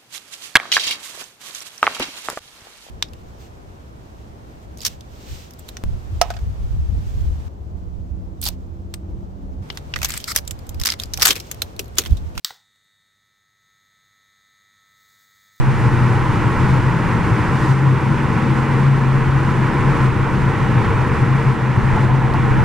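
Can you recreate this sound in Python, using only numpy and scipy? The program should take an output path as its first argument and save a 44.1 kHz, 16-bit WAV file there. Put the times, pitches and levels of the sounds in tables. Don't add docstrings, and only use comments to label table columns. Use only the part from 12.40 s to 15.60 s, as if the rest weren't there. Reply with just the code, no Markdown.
import sys
import numpy as np
from scipy import signal
from scipy.fft import rfft, irfft
from scipy.io import wavfile
from scipy.ndimage import uniform_filter1d

SR = 44100
rng = np.random.default_rng(int(sys.argv[2]) if len(sys.argv) > 2 else 0)


def master_out(mix):
    frames = np.transpose(np.atleast_2d(mix))
    ceiling = np.clip(frames, -1, 1)
    pcm = np.round(ceiling * 32767).astype(np.int16)
    wavfile.write(sys.argv[1], SR, pcm)


def undo_db(level):
    steps = np.asarray(level, float) / 20
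    return 10 ** steps


N = 141120
T = np.arange(N) / SR
BUZZ_HZ = 100.073
KNOCK_S = .0034
# (time [s], level [dB])
BUZZ_LEVEL = [(0.25, -68), (1.15, -68), (1.29, -64.5), (2.85, -61), (2.87, -62), (3.11, -60.5),
              (3.19, -61.5), (3.2, -63)]


def evened(x):
    return x / np.sqrt(np.mean(x ** 2) + 1e-20)


def read(points, hz):
    f, value = np.transpose(points)
    return np.interp(np.log(hz + 1), np.log(f + 1), value)


def curve(points):
    return np.interp(T, *np.transpose(points))


def colour(x, points):
    hz = np.fft.rfftfreq(N, 1 / SR)
    return evened(irfft(rfft(x) * undo_db(read(points, hz)), N))


def highpass(x, order, hz):
    return signal.sosfilt(signal.butter(order, hz, "high", fs=SR, output="sos"), x)


def add(mix, s, sound):
    part = mix[round(s * SR):][:len(sound)]
    part += sound[:len(part)]


def ring(modes, db, tilt_db=0., loose_rad=0.88):
    rise_s, detune_ratio = 0.00011, 0.013
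    hz, gain_db, t60_s = np.transpose(modes)[:, :, None]
    t = np.arange(4000) / SR
    detune, turn = rng.standard_normal((2, len(modes), 1))
    decay_db = gain_db + tilt_db * np.log2(hz / hz[0]) - 60 * t / t60_s
    gains = undo_db(decay_db) * (1 - np.exp(-t / rise_s))
    phase = 2 * np.pi * hz * (1 + detune_ratio * detune) * t + loose_rad * turn
    sound = (gains * np.sin(phase)).sum(0)
    return undo_db(db) * sound / np.sqrt((undo_db(gain_db) ** 2).sum())


def background_rise_db():
    return 0.4 * (curve(BUZZ_LEVEL) - BUZZ_LEVEL[0][1])


def room_tone():
    # (frequency [Hz], density [dB per Hz])
    spectrum = [(25, -27), (45, -7.5), (80, -5.5), (110, 0.5), (150, -3), (220, -9.5), (330, -13),
                (700, -16.5), (1500, -18.5), (2500, -20.5), (4000, -16.5), (8300, -25.5), (16000, -31)]
    start_db = -75
    return colour(rng.standard_normal(N), spectrum) * undo_db(start_db + background_rise_db())


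def unshared_hiss():
    # (frequency [Hz], density [dB per Hz])
    spectrum = [(25, -12), (60, 3.5), (120, -4), (400, -9.5), (1300, -11), (2500, -16.5), (4000, -7),
                (15800, -10.5)]
    start_db = -82.5
    return colour(rng.standard_normal(N), spectrum) * undo_db(start_db + background_rise_db())


def room(x):
    # (frequency [Hz], t60 [s])
    decay = [(300, 0.23), (1000, 0.29), (4000, 0.28), (8000, 0.29), (14000, 0.23)]
    taps = np.zeros(SR // 2)
    at = np.arange(100, SR // 2 - 20, 6)
    spots = at + rng.integers(0, 6, len(at))
    signs = rng.choice([-1., 1.], len(at))
    taps[spots] = signs * undo_db(3.5 * np.minimum(rng.exponential(1, len(at)), 4))
    hz, t, z = signal.stft(taps, SR, nperseg=256)
    fall = undo_db(-60 * t / read(decay, hz)[:, None])
    tail = signal.istft(z * fall, SR, nperseg=256)[1]
    return signal.fftconvolve(x, tail / np.linalg.norm(tail))[:N]


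def sizzle():
    # (time [s], level [dB]), before the fade-in
    level = [(2.2, -83), (2.45, -75), (2.57, -68), (2.61, -63), (2.78, -63), (2.82, -59.5), (2.88, -64.5),
             (3.05, -62.5), (3.09, -65), (3.2, -60.5)]
    # (frequency [Hz], density [dB per Hz])
    spectrum = [(2500, -29), (4400, -1.5), (5500, -7.5), (7500, -4), (8700, -10.5), (9600, -20),
                (10700, -10.5), (12800, -11), (13500, -5), (15000, -2), (15600, -3)]
    pops_per_s, spread_db, clump_db, fade_s = 6000, 2., 1.1, .3
    clumps = evened(uniform_filter1d(rng.standard_normal(N), 500))
    size = undo_db(spread_db * np.minimum(rng.exponential(1, N), 4) + clump_db * clumps)
    struck = rng.random(N) < pops_per_s / SR
    pops = size * struck * rng.choice([-1., 1.], N)
    fade = np.clip((T - level[0][0]) / fade_s, 0, 1)
    return colour(pops, spectrum) * undo_db(curve(level)) * fade


def grip_thumps():
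    # (frequency [Hz], relative level [dB], t60 [s])
    modes = [(85, -6, .08), (125, -0.5, 0.078), (280, -1.5, 0.034)]
    # (time [s], level [dB])
    thumps = [(.047, -57.5), (0.108, -52)]
    out = np.zeros(N)
    for s, db in thumps:
        add(out, s, ring(modes, db, loose_rad=.1))
    return out


def high_ticks():
    # (time [s], level [dB], middle mode [Hz])
    ticks = [(.4455, -59, 12500)]
    out = np.zeros(N)
    for s, db, hz in ticks:
        modes = [(hz * ratio, 0, .004) for ratio in (.9, 1, 1.12)]
        add(out, s, ring(modes, db))
    return out


def casing_knocks():
    # (frequency [Hz], relative level [dB], t60 [s])
    modes = [(480, -10, .015), (800, -1, .008), (1100, -4, .006), (1500, -2, .008), (1960, -4, .008),
             (2900, -6, .005), (3850, -2, .007), (5200, -10, .004), (8100, -10, .004), (13000, -16, .003)]
    # (time [s], level [dB], tilt [dB per octave])
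    knocks = [(.1058, -27, 0), (.1068, -24, 0), (.1079, -25, 0), (.1094, -30, -1), (.1235, -31, -9),
              (.359, -64, 5)]
    room_db = -12
    out = np.zeros(N)
    for s, db, tilt_db in knocks:
        add(out, s, ring(modes, db, tilt_db, loose_rad=0.19))
    return out + undo_db(room_db) * room(out)


def switch_clatter(snap_s):
    # (frequency [Hz], density [dB per Hz])
    spectrum = [(120, -90), (200, -43.5), (633, -33), (1410, -10), (2000, -13.5), (2490, -20.5), (3730, -4),
                (7740, -18), (10000, -27.5), (14200, -16), (15800, -10)]
    clatter_db = -52
    blow = np.zeros(N)
    add(blow, snap_s, np.ones(1))
    return undo_db(clatter_db) * colour(room(blow), spectrum)


def switch_snaps():
    # (frequency [Hz], relative level [dB], t60 [s])
    modes = [(1280, -14, 0.026), (1935, -17.5, 0.041), (3276, -7, 0.018), (3714, 5.5, 0.014),
             (4450, -18.5, 0.0075), (4660, 5.5, 0.01), (5315, 4, 0.013), (5300, -4, .006),
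             (7130, 0.5, 0.0049), (8010, -2.5, 0.013), (7500, -5, .006), (11660, -9.5, 0.0099),
             (12400, -0.5, 0.0041), (13560, -2, 0.0094), (14300, -21.5, .012), (15500, -10.5, 0.016)]
    # (time [s], level [dB])
    snaps = [(.0467, -4.5), (.0477, -12), (.0488, -14), (.0735, -31), (.082, -35)]
    out = np.zeros(N)
    for s, db in snaps:
        add(out, s, ring(modes, db))
    return highpass(out, 2, 1094) + switch_clatter(snaps[0][0])


def trigger():
    parts = switch_snaps() + casing_knocks() + highpass(high_ticks(), 2, 1094)
    return highpass(parts, 3, 440) + grip_thumps()


def settled():
    settle_s, width_s = 0.72, 0.2
    return .5 + .5 * np.tanh((T - settle_s) / width_s)


def running():
    on_s, rise_s = .047, .02
    return undo_db(curve(BUZZ_LEVEL)) * np.clip((T - on_s) / rise_s, 0, 1)


def chatter():
    # (frequency [Hz], density [dB per Hz])
    spectrum = [(500, -23), (1000, -9.5), (1300, 0), (1900, 6.5), (2300, -2), (2600, -20), (3100, -11.5),
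                (3600, 3.5), (4100, 0.5), (4700, -6), (5600, -23), (6200, -5), (6800, 0), (7300, -9.5),
                (8300, -3), (9400, -26.5), (11000, -9.5), (15700, -8)]
    settled_db, early_extra_db = -7, 0.5
    gate_depth, fall_turns = 0.3, 0.68
    turn = (2 * BUZZ_HZ * (T - KNOCK_S) + .3) % 1
    gate = 1 - gate_depth + gate_depth * np.exp(-turn / fall_turns) / fall_turns
    noise = colour(gate * rng.standard_normal(N), spectrum)
    return noise * running() * undo_db(settled_db + early_extra_db * (1 - settled()))


def buzz():
    # (multiple of BUZZ_HZ, level after switch-on [dB], level settled [dB]), relative to the buzz level
    partials = [(1, -16, -22), (2, -21, -23), (6, -34, -35), (8, -32, -32), (9, -26, -29), (10, -33, -32),
                (11, -26, -25), (12, -22, -24), (13, -9, -6), (14, -19, -22), (15, -22, -29),
                (16, -20, -20), (18, -6, -7), (19, -6, -7), (20, -7, -6), (21, -23, -18), (22, -21, -20),
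                (23, -16, -16), (24, -28, -28), (32, -23, -26), (34, -12, -16), (35, -13, -20),
                (36, -7, -12), (37, -4, -11), (38, -6, -12), (39, -14, -17), (40, -14, -22), (41, -17, -18),
                (42, -26, -16), (43, -12, -27), (44, -23, -28), (46, -24, -28), (47, -24, -28),
                (48, -32, -26), (52, -36, -33), (56, -36, -30), (59, -36, -32), (61, -30, -30),
                (62, -15, -26), (63, -22, -25), (64, -25, -18), (65, -31, -13), (66, -32, -15),
                (67, -22, -22), (68, -21, -20), (69, -12, -23), (70, -21, -30), (71, -32, -32),
                (73, -36, -30), (74, -32, -31), (75, -32, -32), (79, -21, -30), (81, -17, -28),
                (82, -29, -25), (83, -14, -32), (84, -30, -33)]
    # (frequency [Hz], lag [s])
    lags = [(1000, -.002), (1700, 0), (2200, 0), (2300, .004), (3400, -.002), (3700, -.001), (4300, .029),
            (6400, .029), (6600, .03), (6700, .034), (7000, .034), (8300, .029)]
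    waver_db, waver_hz, waver_rad = 1., 12, .13
    k, early_db, late_db = np.transpose(partials)[:, :, None]
    steps = int(N / SR * waver_hz) + 3
    slow = rng.standard_normal((2, len(k), steps))
    level_waver, phase_waver = np.array(
        [[np.interp(T * waver_hz, np.arange(steps), row) for row in part] for part in slow])
    mix = settled()
    gain = (1 - mix) * undo_db(early_db) + mix * undo_db(late_db)
    gain = gain * undo_db(waver_db * level_waver)
    lag = np.cumsum(read(lags, np.arange(k.max() + 1) * BUZZ_HZ))[k.astype(int)]
    turns = BUZZ_HZ * (k * (T - KNOCK_S) - lag)
    waves = gain * np.cos(2 * np.pi * turns + waver_rad * phase_waver)
    return np.sqrt(2) * running() * waves.sum(0)


def scene():
    mid = room_tone() + sizzle() + trigger() + chatter() + buzz()
    hiss = unshared_hiss()
    return np.array([mid + hiss, mid - hiss])


def roll_off(x):
    return signal.sosfilt(signal.butter(12, 16570, fs=SR, output="sos"), x)


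def record(dry):
    edge = signal.firwin(511, 15800, window=("kaiser", 9), fs=SR)
    mix = signal.oaconvolve(dry, edge[None], "same")
    return roll_off(mix)


dry = scene()
out = record(dry)
master_out(out)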